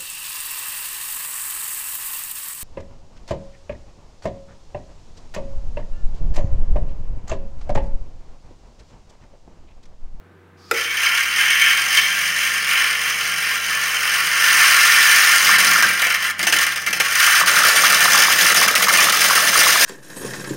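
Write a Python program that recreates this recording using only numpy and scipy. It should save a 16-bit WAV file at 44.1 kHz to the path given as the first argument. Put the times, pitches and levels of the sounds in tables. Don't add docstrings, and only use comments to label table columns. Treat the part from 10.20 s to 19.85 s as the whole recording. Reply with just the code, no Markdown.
import sys
import numpy as np
from scipy import signal
from scipy.fft import rfft, irfft, next_fast_len
from scipy.io import wavfile
from scipy.ndimage import uniform_filter1d, minimum_filter1d, map_coordinates

SR = 44100
rng = np.random.default_rng(int(sys.argv[2]) if len(sys.argv) > 2 else 0)


def wrap_up_sound(samples):
    columns = np.atleast_2d(samples).T
    tamed = np.clip(columns, -1, 1)
    steps = np.round(tamed * 32767).astype(np.int16)
    wavfile.write(sys.argv[1], SR, steps)


N = 425565
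TIME_S = np.arange(N) / SR

# frequency in Hz, rms level in dB.
HUM_TONES = [(91.5, -54), (161.5, -64.5), (269.2, -64.5), (479.1, -62), (1556, -67)]
# frequency in Hz, relative level in dB.
HALL_AIR_SPECTRUM = [(25, -46), (60, -32), (90, -26), (121, -25), (160, -10), (215, -12.5), (270, -20.5),
                     (354, -8), (415, -15.5), (488, -21), (560, -20), (1580, -22), (5000, -43),
                     (15000, -53)]
RASP_SPECTRUM = [(1500, -21.5), (3300, 4), (4000, 0), (5300, -7), (7000, 0.5), (7800, -2.5), (9500, -6),
                 (11500, -2), (14200, -6), (15400, -9.5)]
UNDERBODY_SPECTRUM = [(25, -42), (100, -22), (200, -14.5), (330, -8.5), (430, -4.5), (520, 2.5), (600, 1),
                      (680, 3.5), (780, -5), (950, -3.5), (1300, -46), (2200, -84)]
# frequency in Hz, T60 in seconds.
HALL_T60 = [(200, 0.53), (2000, 0.69), (12000, 0.18)]
# frequency in Hz, bandwidth in Hz, relative level in dB.
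CLACK_MODES = [(473, 39, 1), (1330, 120, 3), (2050, 73, -2), (2440, 260, -10), (3900, 160, -17),
               (4750, 34, -18), (5200, 93, -11.5), (5900, 29, -16)]
PIPE_MODES = [(1595, 22.7, 0.5), (1704, 15.3, -1.5), (1754, 42, 2), (1845, 93, -1), (1965, 31, 0.5),
              (2115, 63, 0.5), (2178, 49, -2), (2282, 46, -2), (2328, 23, 0.5), (2414, 77, -4.5),
              (2622, 57, -2), (2676, 105, -3), (2842, 114, -5), (2946, 26, -4.5), (3054, 47, -1.5),
              (3320, 89, -11.5)]
WALL_MODES = [(1053, 30.5, -10.0), (1115, 20, -5), (1200, 68, -6.5), (1244, 36, -3.5), (1364, 45, -3.5),
              (1385, 21.7, 3.5), (1473, 119, -5)]
BLADE_MODES = [(3954, 68, -3), (4224, 48, -3), (4540, 86, -1.5), (4895, 250, -2.5), (5055, 84, 1.5),
               (5300, 116, 2), (5920, 710, -3), (6050, 112, 3.5), (6250, 100, -3), (6950, 390, -9.5),
               (8570, 530, -6), (8890, 220, -2.5), (9440, 93, -5), (10800, 854, -12.5), (13480, 280, -9.5),
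               (16360, 1400, -10)]
SINGING_MODES = [(2243, 34, 8.5), (2510, 44, -3), (3113, 45, 6), (6170, 100, -7), (8880, 120, -14),
                 (12950, 90, -14), (15200, 200, -19)]
AIR_COLUMN_MODES = [(177, 27, 0), (210, 21, 0), (314, 44, -6)]
# time in seconds, strokes per second.
STROKE_RATE = [(.52, 28), (.7, 31.5), (1.0, 36), (1.2, 41.5), (1.45, 45.2), (2.4, 46.2), (4.2, 46.3),
               (5.4, 45), (6.1, 48.2), (7.1, 44), (9.6, 42.8)]
# time in seconds, relative ring level in dB, rasp offset in dB.
FEED = [(0.54, -23, -9.5), (0.73, -22.5, -10.5), (0.84, -16, -11), (1.12, -21, -8.5), (1.25, -14.5, -12),
        (1.48, -14.5, -12), (1.6, -19, -7), (2.75, -20.5, -7.5), (3.15, -22.5, -7), (4.1, -18.5, -6.5),
        (4.38, -12.5, -5), (5.5, -13.5, -4.5), (6.0, -26.5, -6.5), (6.33, -15.5, -4.5), (6.62, -28.5, -5),
        (6.93, -18.5, -4.5), (7.0, -13.5, -3), (8.5, -17.5, -1.5), (9.65, -15, 0.5)]
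# time in seconds, teeth passing per stroke,
# wall flexing in dB, blade singing in dB, both relative to the ring.
CUT_DEPTH = [(.5, 24, -7.5, 1), (1.15, 23.2, -8.5, -8.5), (1.4, 24.3, -11, 1), (1.65, 24, -6.5, -6),
             (1.82, 23.8, -9, -4), (1.95, 22, -10, -9), (3.0, 23.2, -7, -8), (4.2, 19.6, -5, -16),
             (5.3, 14.8, -5.5, -16), (6.2, 14.2, -7.5, -18), (7.3, 12.24, -6.5, -31), (9.6, 12.25, -9, -30)]
# time in seconds, spread in dB.
HAND_SHAKE = [(3, 1.18), (4.3, 0.6)]
# multiple of the stroke rate, rms level in dB.
GEAR_ORDERS = [(3.44, -57), (4, -60.5), (5, -59.5), (7, -73), (10, -61.5), (13, -57.5), (15, -62),
               (17, -57)]
# centre in seconds, half length in seconds, gain in dB.
DEEP_BITES = [(1.43, .05, 2), (1.779, 0.019, 4.2), (2.564, 0.099, 5.5), (4.39, .05, 1.5), (4.91, .04, 1.5),
              (5.868, .073, 6), (6.067, 0.063, 7.5), (6.817, .032, 2)]
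# centre in seconds, half length in seconds, loss in dB.
BLADE_SLIPS = [(2.865, 0.0087, 0), (5.374, .011, 8), (6.154, 0.037, 33), (7.245, 0.023, 20),
               (8.525, 0.062, 5.5), (8.661, 0.016, 3), (9.31, 0.017, 8)]
# time in seconds, pitch in Hz, level in dB.
SQUEAL_TRACKS = [
    [(4.55, 1790, -90), (4.62, 1800, -17), (4.85, 1775, -18.5), (5.2, 1791, -23), (5.27, 1800, -90)],
    [(5.295, 1496, -90), (5.308, 1575, -17), (5.333, 1830, -11), (5.345, 2210, -17), (5.36, 2102, -12),
     (5.375, 2000, -90)],
    [(5.622, 1600, -90), (5.634, 1622, -8.5), (5.655, 1570, -13), (5.68, 1520, -90)],
    [(6.95, 1810, -90), (6.98, 1810, -21), (7.14, 1790, -20), (7.17, 1790, -90)],
    [(8.12, 1750, -90), (8.15, 1750, -22), (8.24, 1790, -19), (8.27, 1790, -90)],
    [(8.77, 2447, -90), (8.783, 2470, -13), (8.803, 2470, -14), (8.825, 2480, -90)],
]
# start in seconds, end in seconds, rate in Hz,
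# swing depth in dB, boom gain in dB, air column level in dB.
SWING_BOUTS = [(5.196, 5.735, 13.1, 1, 4, -40), (6.166, 6.361, 15.1, 3.5, 8.5, -39),
               (6.637, 6.808, 16.1, 5.5, 4.5, -47), (7.168, 8.253, 13.2, 2, 10.5, -43),
               (8.26, 8.774, 15.38, 3, 13.5, -40.5), (8.76, 9.803, 12.8, 1, 14.5, -41)]
# start in seconds, relative level in dB.
TOOTH_SNAGS = [(5.291, -11), (5.557, -13), (5.622, -13), (7.075, -12), (7.143, -12), (7.211, -10),
               (7.365, -10), (7.436, -7), (7.635, -8), (7.856, -8), (7.945, -9), (8.081, -12),
               (8.301, -13.5), (8.414, -10), (8.481, -14.5), (8.682, -7.5), (8.794, -13), (8.883, -12),
               (8.951, -18), (9.107, -8), (9.174, -12), (9.354, -11), (9.465, -11), (9.554, -14.5)]
# time in seconds, relative level in dB, prior lift-off in seconds.
SHOE_KNOCKS = [(5.3834, 1, 0.017), (5.6238, 2, 0.011), (5.819, 0, .004), (5.866, -2, 0.0062),
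               (6.1922, -5, 0.004), (6.2282, -6, .005), (6.2684, 2, .016), (6.324, 2, .022),
               (6.3865, -1.5, 0.013), (6.4657, -5, 0.013), (6.559, -8.5, 0.015), (6.663, -6, 0.018),
               (6.7288, -1, .02), (6.7996, 2.5, .022), (6.9197, -9, 0.0076), (7.2595, -6, .01),
               (7.434, 0, .008), (7.7224, 3, 0.0059), (7.805, 4, 0.0077), (8.3454, -6, 0.011),
               (8.412, -8, 0.0092), (8.4778, -13, 0.013), (8.552, 4, 0.014), (8.6831, 1, 0.019),
               (8.772, -2, .008), (8.923, -3, 0.017), (9.1516, -2, .01)]


def amp(db):
    return 10 ** (np.asarray(db) / 20)


def unit_rms(x):
    return x / np.sqrt(np.mean(x ** 2) + 1e-20)


def at_hz(points, hz):
    point_hz, values = np.transpose(points)
    return np.interp(np.log(hz + 1), np.log(point_hz + 1), values)


def curves(rows):
    times_s, *columns = np.transpose(rows)
    return [np.interp(TIME_S, times_s, column) for column in columns]


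def wobble(rate_hz, oversample=8):
    knots = rng.standard_normal(int(N * rate_hz / SR) + 4)
    fine = np.arange((len(knots) - 1) * oversample) / oversample
    return np.interp(TIME_S * rate_hz, fine, map_coordinates(knots, [fine]))


def swells_db(rows):
    return sum(db * np.exp(-np.minimum(((TIME_S - s) / half_s) ** 2, 20)) for s, half_s, db in rows)


def coloured(x, spectrum, size=4096):
    cepstrum = irfft(np.log(amp(at_hz(spectrum, np.fft.rfftfreq(size, 1 / SR))) + 1e-6))
    cepstrum[1:size // 2] *= 2
    cepstrum[size // 2 + 1:] = 0
    impulse = irfft(np.exp(rfft(cepstrum)))
    return signal.fftconvolve(x, impulse / np.linalg.norm(impulse))[:N]


def resonate(x, modes):
    t = np.arange(SR // 10) / SR
    impulse = sum((-1) ** k * amp(db) * width * np.exp(-np.pi * width * t) * np.cos(2 * np.pi * hz * t)
                  for k, (hz, width, db) in enumerate(modes))
    return signal.fftconvolve(x, impulse / np.linalg.norm(impulse))[:N]


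def bursts(times_s, levels_db, t60_s):
    out, t = np.zeros(N + SR), np.arange(SR // 5) / SR
    for s, db in zip(times_s, levels_db):
        out[round(s * SR):][:len(t)] += amp(db - 60 * t / t60_s) * rng.standard_normal(len(t))
    return out[:N]


def workshop(air_db=-52.5):
    hum = sum(np.sqrt(2) * amp(db) * np.sin(2 * np.pi * hz * TIME_S + .12 * wobble(2.65))
              for hz, db in HUM_TONES)
    return hum + amp(air_db) * coloured(rng.standard_normal(N), HALL_AIR_SPECTRUM)


def motor_whine(pitch_hz=1206):
    envelope = amp(-60.5) * np.interp(TIME_S, [.365, .38, .47, .505, .54], [0, 1, 2.2, 4, -.5])
    phase = 2 * np.pi * (pitch_hz * TIME_S + .16 * wobble(200))
    whine = sum(amp(db) * np.sin(k * phase) for k, db in enumerate([0, -13, -12, -4], 1))
    whir = resonate(rng.standard_normal(N), [(1400, 350, -1), (5000, 920, 2)])
    return envelope * (whine + whir)


def hall_echo(x):
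    hz, t, noise = signal.stft(rng.standard_normal(SR // 2), SR, nperseg=256)
    tail = signal.istft(noise * amp(-60 * t / at_hz(HALL_T60, hz)[:, None]), SR, nperseg=256)[1]
    return signal.fftconvolve(np.pad(x, (SR // 200, 0)), tail / np.linalg.norm(tail))[:N]


def first_bite(start_s=.512):
    clack = resonate(bursts([start_s], [-9], t60_s=.043), CLACK_MODES)
    scratch = coloured(bursts([start_s], [-19], t60_s=.031), RASP_SPECTRUM)
    thud_spectrum = [(100, -27), (230, -10), (340, 0), (480, 5.5), (650, -7), (1500, -27)]
    thud = coloured(bursts([start_s], [-26.5], t60_s=.31), thud_spectrum)
    return clack + scratch + thud


def teeth(strokes, teeth_per_stroke, return_db=-2.5, stroke_scatter_db=.5, tooth_scatter_db=1.5):
    position = teeth_per_stroke / 2 * np.cos(2 * np.pi * strokes)
    speed = np.abs(np.sin(2 * np.pi * strokes))
    half_stroke = (2 * strokes).astype(int)
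    bite = amp(return_db * (half_stroke % 2) + stroke_scatter_db * rng.standard_normal(N)[half_stroke])
    passing = np.diff(np.floor(position), prepend=np.floor(position[0])) != 0
    catches = unit_rms(passing * amp(tooth_scatter_db * rng.standard_normal(N)) * rng.standard_normal(N))
    friction = unit_rms((.71 + .29 * speed) * rng.standard_normal(N))
    pipe_shake = .64 * wobble(260)
    zing = np.sqrt(speed) * np.sin(2 * np.pi * (position + pipe_shake))
    return unit_rms(bite * (catches + 1.93 * friction)), unit_rms(bite ** 2 * zing)


def rattle(rate_hz=34, decay_s=.0077):
    onsets = (rng.random(N) < rate_hz / SR).astype(float)
    grip = signal.lfilter([1], [1, -np.exp(-1 / (decay_s * SR))], onsets)
    return unit_rms(np.minimum(grip, 1) - grip.mean())


def shimmer(x, t60_s=.016, wet_share=.46, count=3, block=256):
    t = np.arange(SR // 30) / SR
    tails = amp(-60 * t / t60_s) * rng.standard_normal((count, len(t)))
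    choice = rng.integers(count, size=N)[np.arange(N) // block]
    ring = sum(signal.oaconvolve(x * (choice == k), tail / np.linalg.norm(tail))[:N]
               for k, tail in enumerate(tails))
    return np.sqrt(1 - wet_share) * x + np.sqrt(wet_share) * ring


def wandering_contact(x, spread_db=1.43):
    spectra = signal.stft(x, nperseg=256)[2]
    patches = uniform_filter1d(rng.standard_normal(spectra.shape), size=5, axis=0)
    patches = uniform_filter1d(patches, size=9, axis=1)
    return signal.istft(spectra * amp(spread_db * unit_rms(patches)), nperseg=256)[1][:N]


def steel(force, zing, wall_db, rasp_db, sing_db):
    ring_share = np.interp(TIME_S, [4, 7.3], [.76, .63])
    scrape = force * amp(rasp_db + .18 * wobble(55))
    chips = shimmer(coloured(scrape * rng.standard_normal(N), RASP_SPECTRUM))
    blade = np.sqrt(ring_share) * resonate(scrape, BLADE_MODES) + np.sqrt(1 - ring_share) * chips
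    singing = resonate(force * rng.standard_normal(N) * amp(sing_db + 3.5 * wobble(35)), SINGING_MODES)
    pipe = resonate(force + zing, PIPE_MODES)
    wall = resonate((force + zing) * amp(wall_db), WALL_MODES)
    return pipe + wall + wandering_contact(blade) + singing


def sawing(strokes, start_s=.535, rattle_db=3, boom_ref_db=-46, flex_ref_db=-25):
    feed_db, rasp_db = curves(FEED)
    teeth_per_stroke, wall_db, sing_db = curves(CUT_DEPTH)
    swing_db, boom_gain_db, column_db = pipe_swing()
    bite_db = swells_db(DEEP_BITES)
    shake_db = curves(HAND_SHAKE)[0] * wobble(20)
    ring_db = feed_db + bite_db - swells_db(BLADE_SLIPS) + shake_db
    force, zing = teeth(strokes, teeth_per_stroke)
    looseness = np.interp(TIME_S, [5.1, 6.2], [.17, 1])
    grip = (TIME_S > start_s) * amp(rattle_db * looseness * rattle()) * lift_off()
    knock = knocks()

    split_db = 10 * np.log10(1 + amp(wall_db) ** 2 + amp(sing_db) ** 2)
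    pressure = grip * amp(ring_db + swing_db - split_db - 2)
    rasp_db = rasp_db + 2.5 + split_db - .68 * swing_db - .4 * bite_db
    metal = steel(force * pressure + knock, zing * pressure * amp(-16), wall_db, rasp_db, sing_db)

    flex_db = ring_db - split_db + wall_db
    boom_db = boom_ref_db + .88 * (flex_db - flex_ref_db) + boom_gain_db
    shaking = (force + amp(-17) * zing) * grip * amp(boom_db)
    boom = coloured(shaking + amp(-16) * knock, UNDERBODY_SPECTRUM)
    column = resonate(force * grip * amp(column_db), AIR_COLUMN_MODES)
    return metal + boom + column


def gear_drive(strokes, waver_db=2):
    drone = sum(np.sqrt(2) * amp(db + waver_db * wobble(2.96)) * np.sin(2 * np.pi * order * strokes)
                for order, db in GEAR_ORDERS)
    return drone * np.interp(TIME_S, [.9, 1.6], [0, 1])


def squeal(waver=.026):
    out = np.zeros(N)
    for track in SQUEAL_TRACKS:
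        hz, db = curves(track)
        out += amp(db) * np.sin(2 * np.pi * np.cumsum(hz * (1 + waver * wobble(270))) / SR)
    return out


def pipe_swing(rise_s=.03, fall_s=.04, lag_cycles=.48, held_column_db=-67, scatter=.52):
    swing_db, boom_db, column_db = np.zeros((3, N))
    next_starts_s = [row[0] for row in SWING_BOUTS[1:]] + [np.inf]
    for (start_s, end_s, rate_hz, depth_db, gain_db, air_db), next_s in zip(SWING_BOUTS, next_starts_s):
        held = np.clip((TIME_S - start_s) / rise_s, 0, 1) - np.clip((TIME_S - next_s) / rise_s, 0, 1)
        bout = held * np.clip(1 - (TIME_S - end_s) / fall_s, 0, 1)
        cycles = rate_hz * (TIME_S - start_s)
        lagging_db = -.88 * depth_db * np.cos(2 * np.pi * (cycles - lag_cycles))
        swing_db -= bout * depth_db * np.cos(2 * np.pi * cycles)
        boom_db += bout * (gain_db + lagging_db)
        column_db += bout * (air_db - held_column_db + lagging_db)
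    return swing_db * (1 + scatter * wobble(24)), boom_db, held_column_db + column_db


def snags(gain_db=-3.5, from_hz=1480, rise_s=.0036, fall_s=.026, stroke_s=.0225, deep_cut_s=7):
    out, t = np.zeros(N + SR), np.arange(SR // 30) / SR
    envelope = (t / rise_s) ** 2 * np.exp(2 - 2 * t / rise_s)
    swings_s = [s for start_s, end_s, rate_hz, *_ in SWING_BOUTS if start_s > deep_cut_s
                for s in np.arange(start_s + .3 / rate_hz, end_s, 1 / rate_hz)]
    catches = list(TOOTH_SNAGS) + [(rng.normal(s, .005), rng.normal(-18, 3)) for s in swings_s]
    repeats = [(s + stroke_s, db - 7) for s, db in catches]
    for s, db in catches + repeats:
        hz = from_hz * np.exp(.11 * rng.standard_normal() - t / fall_s * rng.uniform(.695, 1.24))
        radiation = amp(at_hz([(500, -16), (900, -20), (1080, 6.5)], hz))
        chirp = np.sin(2 * np.pi * np.cumsum(hz) / SR)
        out[round(s * SR):][:len(t)] += amp(db + gain_db) * envelope * radiation * chirp
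    return out[:N] * (1 + .34 * wobble(1100))


def lift_off(lift_db=-12):
    lifted = sum(np.interp(TIME_S, [s - clear_s, s - clear_s / 2, s, s + 1 / SR], [0, 1, 1, 0])
                 for s, _, clear_s in SHOE_KNOCKS)
    return amp(lift_db * lifted)


def knocks():
    times_s, levels_db, _ = np.transpose(SHOE_KNOCKS)
    return bursts(times_s, levels_db - 13, t60_s=.066) + bursts(times_s, levels_db - 12, t60_s=.011)


def scene(echo_db=-10):
    strokes = np.cumsum(curves(STROKE_RATE)[0]) / SR
    saw = sawing(strokes) + gear_drive(strokes) + motor_whine() + first_bite() + snags() + squeal()
    return (saw + amp(echo_db) * hall_echo(saw) + workshop())[None]


def record(dry, ceiling=.81, cutoff_hz=15850):
    needed_gain = np.minimum(1, ceiling / (np.abs(dry[0]) + 1e-9))
    gain = uniform_filter1d(minimum_filter1d(needed_gain, size=200), size=200)
    size = next_fast_len(N + SR // 2, True)
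    low_pass = np.clip((cutoff_hz - np.fft.rfftfreq(size, 1 / SR)) / 200 + .5, 0, 1)
    return irfft(rfft(dry[0] * gain, size) * low_pass, size)[None, :N]


dry = scene()
out = record(dry)
wrap_up_sound(out)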